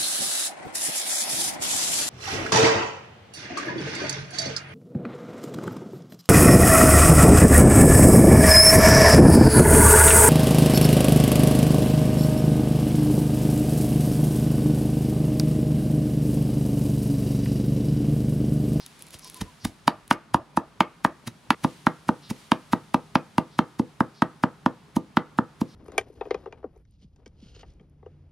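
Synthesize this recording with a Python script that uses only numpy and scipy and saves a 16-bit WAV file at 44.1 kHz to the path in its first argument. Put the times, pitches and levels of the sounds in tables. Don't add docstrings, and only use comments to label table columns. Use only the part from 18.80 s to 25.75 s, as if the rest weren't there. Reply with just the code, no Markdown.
import sys
import numpy as np
from scipy import signal
from scipy.fft import rfft, irfft
from scipy.io import wavfile
from scipy.ndimage import uniform_filter1d

SR = 44100
rng = np.random.default_rng(int(sys.argv[2]) if len(sys.argv) > 2 else 0)


def inscribe(sig):
    pcm = np.round(np.clip(np.atleast_2d(sig).T, -1, 1) * 32767)
    wavfile.write(sys.argv[1], SR, pcm.astype(np.int16))


N = 306483
TIME = np.arange(N) / SR
MOVE_S = 2.748


def gain_of(db):
    return 10 ** (np.asarray(db) / 20)


def unit_level(x):
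    return x / np.sqrt(np.mean(x ** 2) + 1e-20)


def with_energy(x, db):
    return x * gain_of(db) / np.sqrt(np.sum(x ** 2) * 100 / SR + 1e-20)


def curve_at(points, hz):
    row_hz, value = np.transpose(points)
    return np.interp(np.log(hz + 1), np.log(row_hz + 1), value)


def coloured(x, tone):
    hz = np.fft.rfftfreq(x.shape[-1], 1 / SR)
    return irfft(rfft(x) * gain_of(curve_at(tone, hz)), x.shape[-1])


def cut_below(x, hz, order=3):
    return signal.sosfilt(signal.butter(order, hz, "high", fs=SR, output="sos"), x)


def add(mix, start_s, sound):
    start = round(start_s * SR)
    sound = sound[max(-start, 0):]
    part = mix[max(start, 0):][:len(sound)]
    part += sound[:len(part)]


def struck(tone_db):
    log_gain = np.log(gain_of(np.r_[tone_db, tone_db[-2:0:-1]]))
    spectrum = np.exp(np.conj(signal.hilbert(log_gain)))
    return np.fft.ifft(spectrum).real[:len(tone_db)]


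def waver(size, hz):
    noise = rng.standard_normal(size) + 1j * rng.standard_normal(size)
    keep_slow = np.exp(-(np.fft.fftfreq(size, 1 / SR) / hz) ** 2)
    wobble = np.fft.ifft(np.fft.fft(noise) * keep_slow)
    return wobble / np.sqrt(np.mean(abs(wobble) ** 2))


def outdoor_air(air_db=-56.5):
    # frequency_hz, gain_db
    air_tone = [(20, -37), (45, -0.5), (75, -8), (150, 0), (260, -3.5), (480, -13.5), (1000, -9),
                (2000, -18.5), (4500, -25), (7800, -36.5), (10000, -52), (13000, -45), (16000, -68)]
    hiss_tone = [(100, 3), (400, 2), (1500, 5), (3500, 5), (5500, 1), (7800, -2), (10000, -1), (12500, -10),
                 (16000, -21)]
    # time_s, level_db
    hiss_levels = [(0.0, -54.5), (0.5, -58.5), (0.6, -56.5), (1.55, -67.5), (2.75, -61), (2.88, -53),
                   (3.19, -60), (3.48, -58), (3.6, -53), (3.72, -58), (4.28, -61), (6.64, -67), (6.95, -63)]
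    # frequency_hz, likeness (0 to 1)
    ear_likeness = [(30, 0.32), (150, 0.86), (500, 0.58), (2000, 0.55), (12000, 0.63)]
    alike = np.clip(curve_at(ear_likeness, np.fft.rfftfreq(N, 1 / SR)), 0, 1)
    left, unrelated = rfft(rng.standard_normal((2, 2, N)))
    right = alike * left + np.sqrt(1 - alike ** 2) * unrelated
    air, hiss = np.swapaxes(irfft(np.array([left, right]), N), 0, 1)
    air = gain_of(air_db) * unit_level(coloured(air, air_tone))
    hiss_gain = gain_of(np.interp(TIME, *np.transpose(hiss_levels)))
    return air + hiss_gain * unit_level(coloured(hiss, hiss_tone))


def far_motor(above_db=-4, close_db=0.5):
    # pitch_hz, level_db (before above_db or close_db is added)
    tones = [(75, -73.5), (152, -60), (222, -68), (404, -70.5)]
    hum = sum(gain_of(db) * unit_level((waver(N, 20) * np.exp(2j * np.pi * hz * TIME)).real)
              for hz, db in tones)
    return hum * gain_of(np.where(TIME < MOVE_S, above_db, close_db))


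def bird_note(length_s, hz, fall_hz_per_s, blur_hz):
    t = np.arange(-length_s / 2, length_s / 2, 1 / SR)
    cycles = np.cumsum(hz - fall_hz_per_s * t) / SR
    note = (waver(len(t), blur_hz) * np.exp(2j * np.pi * cycles)).real
    return unit_level(note * np.hanning(len(t)) ** 0.23)


def birds(peep_s=0.085, hoot_s=0.055):
    # middle_s, pitch_hz, level_db
    peeps = [(.02, 4670, -54.5), (0.461, 5170, -51.5), (0.84, 4800, -56), (3.46, 4220, -55),
             (4.747, 4300, -62.5), (5.382, 4530, -60), (6.917, 4680, -62.5)]
    # middle_s, level_db
    hoots = [(.455, -54), (0.573, -52.5), (0.683, -56)]
    out = np.zeros(N)
    for s, hz, db in peeps:
        add(out, s - peep_s / 2, gain_of(db) * bird_note(peep_s, hz, fall_hz_per_s=9100, blur_hz=1400))
    for s, db in hoots:
        add(out, s - hoot_s / 2, gain_of(db) * bird_note(hoot_s, hz=1014, fall_hz_per_s=0, blur_hz=43))
    return out


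def wall_echoes(x, tone, echo_db, late_db, late_fade_s, width=0.26, first_s=0.0036, build_s=0.0011):
    # frequency_hz, fade_s (time to drop 60 dB)
    early_fades = [(100, 0.15), (400, 0.15), (1200, 0.18), (3000, 0.09), (10000, .09)]
    # frequency_hz, gain_db
    late_tone = [(150, -3.5), (600, -4.5), (1200, 7), (2300, 2.5), (4500, -7), (12000, -24)]
    size = SR * 2 // 3
    mid, side = rng.choice([-1., 1.], (2, size)) * (rng.random((2, size)) < 6000 / SR)
    hz, t, bands = signal.stft(np.array([mid + width * side, mid - width * side]), SR, nperseg=256)
    early = gain_of(-60 * t / curve_at(early_fades, hz)[:, None])
    late = gain_of(late_db + curve_at(late_tone, hz)[:, None] - 60 * t / late_fade_s)
    tail = signal.istft(bands * (early + late), SR, nperseg=256)[1][:, :size]
    tail *= np.clip((TIME[:size] - first_s) / build_s, 0, 1)
    spectrum = rfft(tail)
    spectrum /= np.sqrt(uniform_filter1d((abs(spectrum) ** 2).mean(0), size=90))
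    tail = coloured(irfft(spectrum, size), tone)
    return gain_of(echo_db) * signal.fftconvolve(x[None], tail, axes=1)[:, :N]


def shifting_echoes(x, tone, echo_db, late_db, late_fade_s, patterns=3, shift_hz=0.63):
    shares = [np.sqrt(2 / patterns) * np.cos(np.pi * (2 * shift_hz * TIME + k / patterns))
              for k in range(patterns)]
    return sum(wall_echoes(x * share, tone, echo_db, late_db, late_fade_s) for share in shares)


def crackle(spread_s, tone, grain_db):
    t = np.arange(-SR // 8, SR // 8) / SR
    crack_sizes = gain_of(grain_db * np.minimum(rng.exponential(1, len(t)), 5))
    swell = np.exp(-(abs(t) / (1.12 * spread_s)) ** 0.81)
    cloud = rng.standard_normal(len(t)) * crack_sizes * swell
    return cut_below(coloured(cloud, tone), hz=200)


def garlic_skins(snap_boost_db=4, small_snaps=12, clearing_s=(0.17, 0.69)):
    # time_s, peak_db (before the boost)
    snaps = [(0.0624, -32.5), (0.2225, -29), (0.267, -36), (0.393, -36), (0.4447, -34.5), (0.5436, -31),
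             (1.278, -40)]
    # middle_s, level_db (before length_gain), spread_s
    brushes = [(0.209, -51.5, 0.0066), (0.279, -56.5, 0.0071), (.343, -42.5, 0.008), (.47, -54.5, 0.05),
               (.57, -53, 0.037), (0.877, -54, 0.022), (1.327, -37, 0.0036), (2.262, -49, 0.0038)]
    # frequency_hz, gain_db
    snap_tone = [(500, -22), (3000, 2.5), (6000, 2), (8000, 0), (10500, 9.5), (13000, -3.5), (16000, -6)]
    brush_tone = [(300, 9), (1500, -4.5), (3000, 3), (5500, 2.5), (7800, -2.5), (10300, 0.5), (13000, -12),
                  (16000, -17)]
    out = np.zeros(N)
    small = [(rng.uniform(*clearing_s), rng.normal(-42.5, 5)) for _ in range(small_snaps)]
    for s, db in snaps + small:
        snap = crackle(0.00055, snap_tone, grain_db=2)
        add(out, s + 0.0013 - len(snap) / SR / 2, gain_of(db + snap_boost_db) * snap / abs(snap).max())
    for s, db, spread_s in brushes:
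        brush = crackle(spread_s, brush_tone, grain_db=3)
        length_gain = np.sqrt(spread_s / 0.0042)
        add(out, s - len(brush) / SR / 2, with_energy(brush, db) * length_gain)
    return out


def block_thump(hz, swell_cycles=0.46, still_hz=410, still_width_hz=130):
    cycles = hz * np.arange(SR // 12) / SR
    age = cycles / swell_cycles
    rocking = -np.sin(2 * np.pi * (cycles - .06)) * (age * np.exp(1 - age)) ** 1.61
    rocking = signal.lfilter(*signal.iirnotch(still_hz, still_hz / still_width_hz, fs=SR), rocking)
    return cut_below(rocking, hz * 0.35, order=2)


def blade_leans():
    # start_s, level_db
    pushes = [(0.346, -45), (0.614, -27), (0.851, -29.5)]
    out = np.zeros(N)
    for s, db in pushes:
        add(out, s, with_energy(block_thump(hz=103), db))
    return out


def wood_ring(thump_db, knock_db, split_hz=700, scatter_db=2):
    # pitch_hz, level_db (relative to thump or knock), fade_s (time to drop 60 dB)
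    tones = [(44, -49, 0.3), (115.5, -24.5, 0.24), (152.7, -41, 0.45), (230, -67, 0.12),
             (308.2, -7.5, 0.077), (486, -30.5, 0.16), (1078, -21, 0.13), (1196, -16, 0.11)]
    t = np.arange(SR // 3) / SR
    ring = np.zeros(len(t))
    for hz, db, fade_s in tones:
        start_db = (thump_db if hz < split_hz else knock_db) + rng.normal(db, scatter_db)
        ring += gain_of(start_db - 60 * t / fade_s) * np.sin(2 * np.pi * hz * t)
    return ring * (1 - np.exp(-t / 0.00071))


def blade_ring(scatter_db=3):
    # pitch_hz, level_db (relative to the crunch), fade_s (time to drop 60 dB)
    tones = [(2100, -15, 0.026), (2600, -16, .03), (3800, -4.5, 0.039), (4930, -37, 0.027), (5840, -6, .04),
             (6440, -15, 0.05), (8400, -37, 0.033), (9100, -23, .05), (10400, -22, 0.032),
             (12300, -31, 0.034)]
    t = np.arange(SR // 8) / SR
    ring = np.zeros(len(t))
    for hz, db, fade_s in tones:
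        fade = gain_of(rng.normal(db, scatter_db) - 60 * t / fade_s)
        ring += fade * np.sin(2 * np.pi * (hz * t + rng.random()))
    return ring * (1 - np.exp(-t / 0.0017))


def garlic_crunch(treble_db, crush_ms):
    # frequency_hz, gain_db
    tone = [(50, 34), (110, 41.5), (400, 0.5), (1000, 3), (2000, 7), (3000, 3), (5500, 2), (7800, -3.5),
            (10000, 0.5), (13000, -8.5), (16000, -13.5)]
    spread_ms = 0.58 + 0.62 * max(crush_ms, 0)
    crunch = crackle(spread_ms / 1000, tone, grain_db=2.5)
    treble = cut_below(crunch, hz=5000, order=4)
    return with_energy(crunch, treble_db) * crunch.std() / treble.std()


def knock(bite_db, edge_db):
    # frequency_hz, gain_db
    tone = [(50, -47), (150, -36), (480, -26), (650, -7), (730, -11), (820, -1.5), (950, 2.5), (1090, -7.5),
            (1240, -5), (1800, -17.5), (2200, -29.5), (2800, -26.5), (5000, -37), (8000, -57.5),
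            (12000, -60), (16000, -67)]
    hz = np.fft.rfftfreq(4096, 1 / SR)
    bite_band = curve_at([(1050, 0), (1350, 1), (1950, 1), (2600, 0)], hz)
    edge_band = curve_at([(1700, 0), (2200, 1), (5000, 1), (9000, .3)], hz)
    ripple = uniform_filter1d(uniform_filter1d(rng.standard_normal(len(hz)), size=30), size=22)
    spot_db = curve_at([(900, .8), (2500, 2.5)], hz) * unit_level(ripple)
    return struck(curve_at(tone, hz) + bite_db * bite_band + edge_db * edge_band + spot_db)


def blade_landing(bite_db, edge_db, heel_db=-6, heel_delay_s=(.0012, .0033)):
    landing = knock(bite_db, edge_db)
    heel = cut_below(knock(bite_db, edge_db), hz=1500)
    add(landing, rng.uniform(*heel_delay_s), gain_of(heel_db) * heel)
    return landing


def cleaver(gentle_below_db=-28.5, thump_delay_s=0.0012):
    # contact_s, knock_db, bite_db, edge_db, crunch_db, crush_ms (time spent crushing garlic)
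    chops = [(0.617, -37.5, -24, 0, -37.5, 3.5), (0.8528, -33.5, -10, -11, -33, 2),
             (1.0792, -12, -1, 7.5, -34.5, 1.5), (1.3115, -12.5, 2.5, 8, -34, 2),
             (1.5449, -13, -5, -2, -35.5, 1.37), (1.7738, -15.5, -4, -6.5, -39.5, 2.5),
             (2.0065, -12, 2, 9.5, -37.5, 0.5), (2.2492, -13.5, 4, 3.5, -39.5, 2),
             (2.4794, -42, 4, -5, -39, 4), (2.7056, -13, 5.5, 9.5, -34.5, -0.07),
             (2.8463, -19.5, -5.5, 1.5, -39.5, 4.5), (3.0685, -14, 5, 4, -42.5, 1.5),
             (3.2906, -17, -2, -1, -44, 4.5), (3.509, -36.5, -6, 3, -39, 4.5),
             (3.7188, -14, 0.5, 8.5, -37.5, 1.4), (3.9331, -17, 2, 2, -40, 4.5),
             (4.1441, -16, -1.5, 3.5, -42, 1), (4.3553, -14.5, -0.5, 9, -43, 1.5),
             (4.5822, -16, -2.5, 5.5, -40.5, 0.5), (4.7905, -15.5, 2.5, 6, -43.5, 2.5),
             (4.9962, -27.5, -7, 2, -46.5, 2), (5.2064, -16.5, 3.5, -2, -45.5, 1.1),
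             (5.4216, -15, 4, 3, -44.5, 0.4), (5.6374, -16.5, 2.5, 1, -46, 3),
             (5.8617, -16.5, -0.5, -1.5, -47.5, 0.7), (6.1669, -24.5, -17, -1.5, -40, 3),
             (6.371, -14.5, 6, 6, -46, 1.5), (6.5876, -17, 4.5, -5.5, -50, 4),
             (6.8154, -30, -12, 3, -45, 3.5)]
    out = np.zeros(N)
    for s, knock_db, bite_db, edge_db, crunch_db, crush_ms in chops:
        full_thump_db, swell_cycles = (-15.5, 0.62) if s > MOVE_S else (-19, 0.52)
        held_back_db = max(gentle_below_db - knock_db, 0)
        thump_db = full_thump_db - 1.14 * held_back_db
        thump = block_thump(hz=238 - 2.5 * held_back_db, swell_cycles=swell_cycles)
        crunch = garlic_crunch(crunch_db, crush_ms)
        split_s = s - 0.85 * crush_ms / 1000
        add(out, split_s - len(crunch) / SR / 2, crunch)
        add(out, split_s, gain_of(crunch_db) * blade_ring())
        add(out, s, with_energy(blade_landing(bite_db, edge_db), knock_db))
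        add(out, s + thump_delay_s, with_energy(thump, thump_db))
        add(out, s, wood_ring(thump_db, knock_db))
    return out


def left_and_right(x):
    # frequency_hz, lead_radians
    lead = [(100, 0), (400, .15), (950, .62), (1300, .3), (2000, .6), (2600, -.5), (4500, -.5),
            (12000, .55)]
    # frequency_hz, gain_db
    balance = [(100, -2), (400, -0.88), (900, -1.1), (2400, 0.81), (5000, -0.47), (15000, .3)]
    hz = np.fft.rfftfreq(N, 1 / SR)
    half = gain_of(curve_at(balance, hz) / 2) * np.exp(.5j * curve_at(lead, hz))
    return irfft(rfft(x) * np.array([half, 1 / half]), N)


def scene():
    # frequency_hz, gain_db
    tone_above = [(60, -9.5), (150, -17), (240, -18), (340, -9.5), (470, -2.5), (600, -6), (950, -23),
                  (1300, -18), (2200, -12.5), (3400, -18.5), (9000, -18)]
    tone_close = [(60, -24), (150, -14), (240, -19.5), (330, -12.5), (410, -5.5), (500, 0.5), (650, -11),
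                  (950, -21.5), (1200, -19), (2200, -16.5), (3200, -19.5), (9000, -19)]
    work = cleaver() + blade_leans() + garlic_skins()
    above = TIME < MOVE_S
    echoes = shifting_echoes(work * above, tone_above, echo_db=3, late_db=-27, late_fade_s=0.77) * above
    echoes += shifting_echoes(work * ~above, tone_close, echo_db=4, late_db=-28.5, late_fade_s=0.92)
    return left_and_right(work + birds()) + echoes + outdoor_air() + far_motor()


def record(dry, lowest_hz=38, highest_hz=16000):
    heard = np.clip(cut_below(dry, lowest_hz), -1, 1)
    treble_cut = signal.firwin(255, highest_hz, window=("kaiser", 9), fs=SR)
    return signal.oaconvolve(heard, treble_cut[None], "same")


dry = scene()
out = record(dry)
inscribe(out)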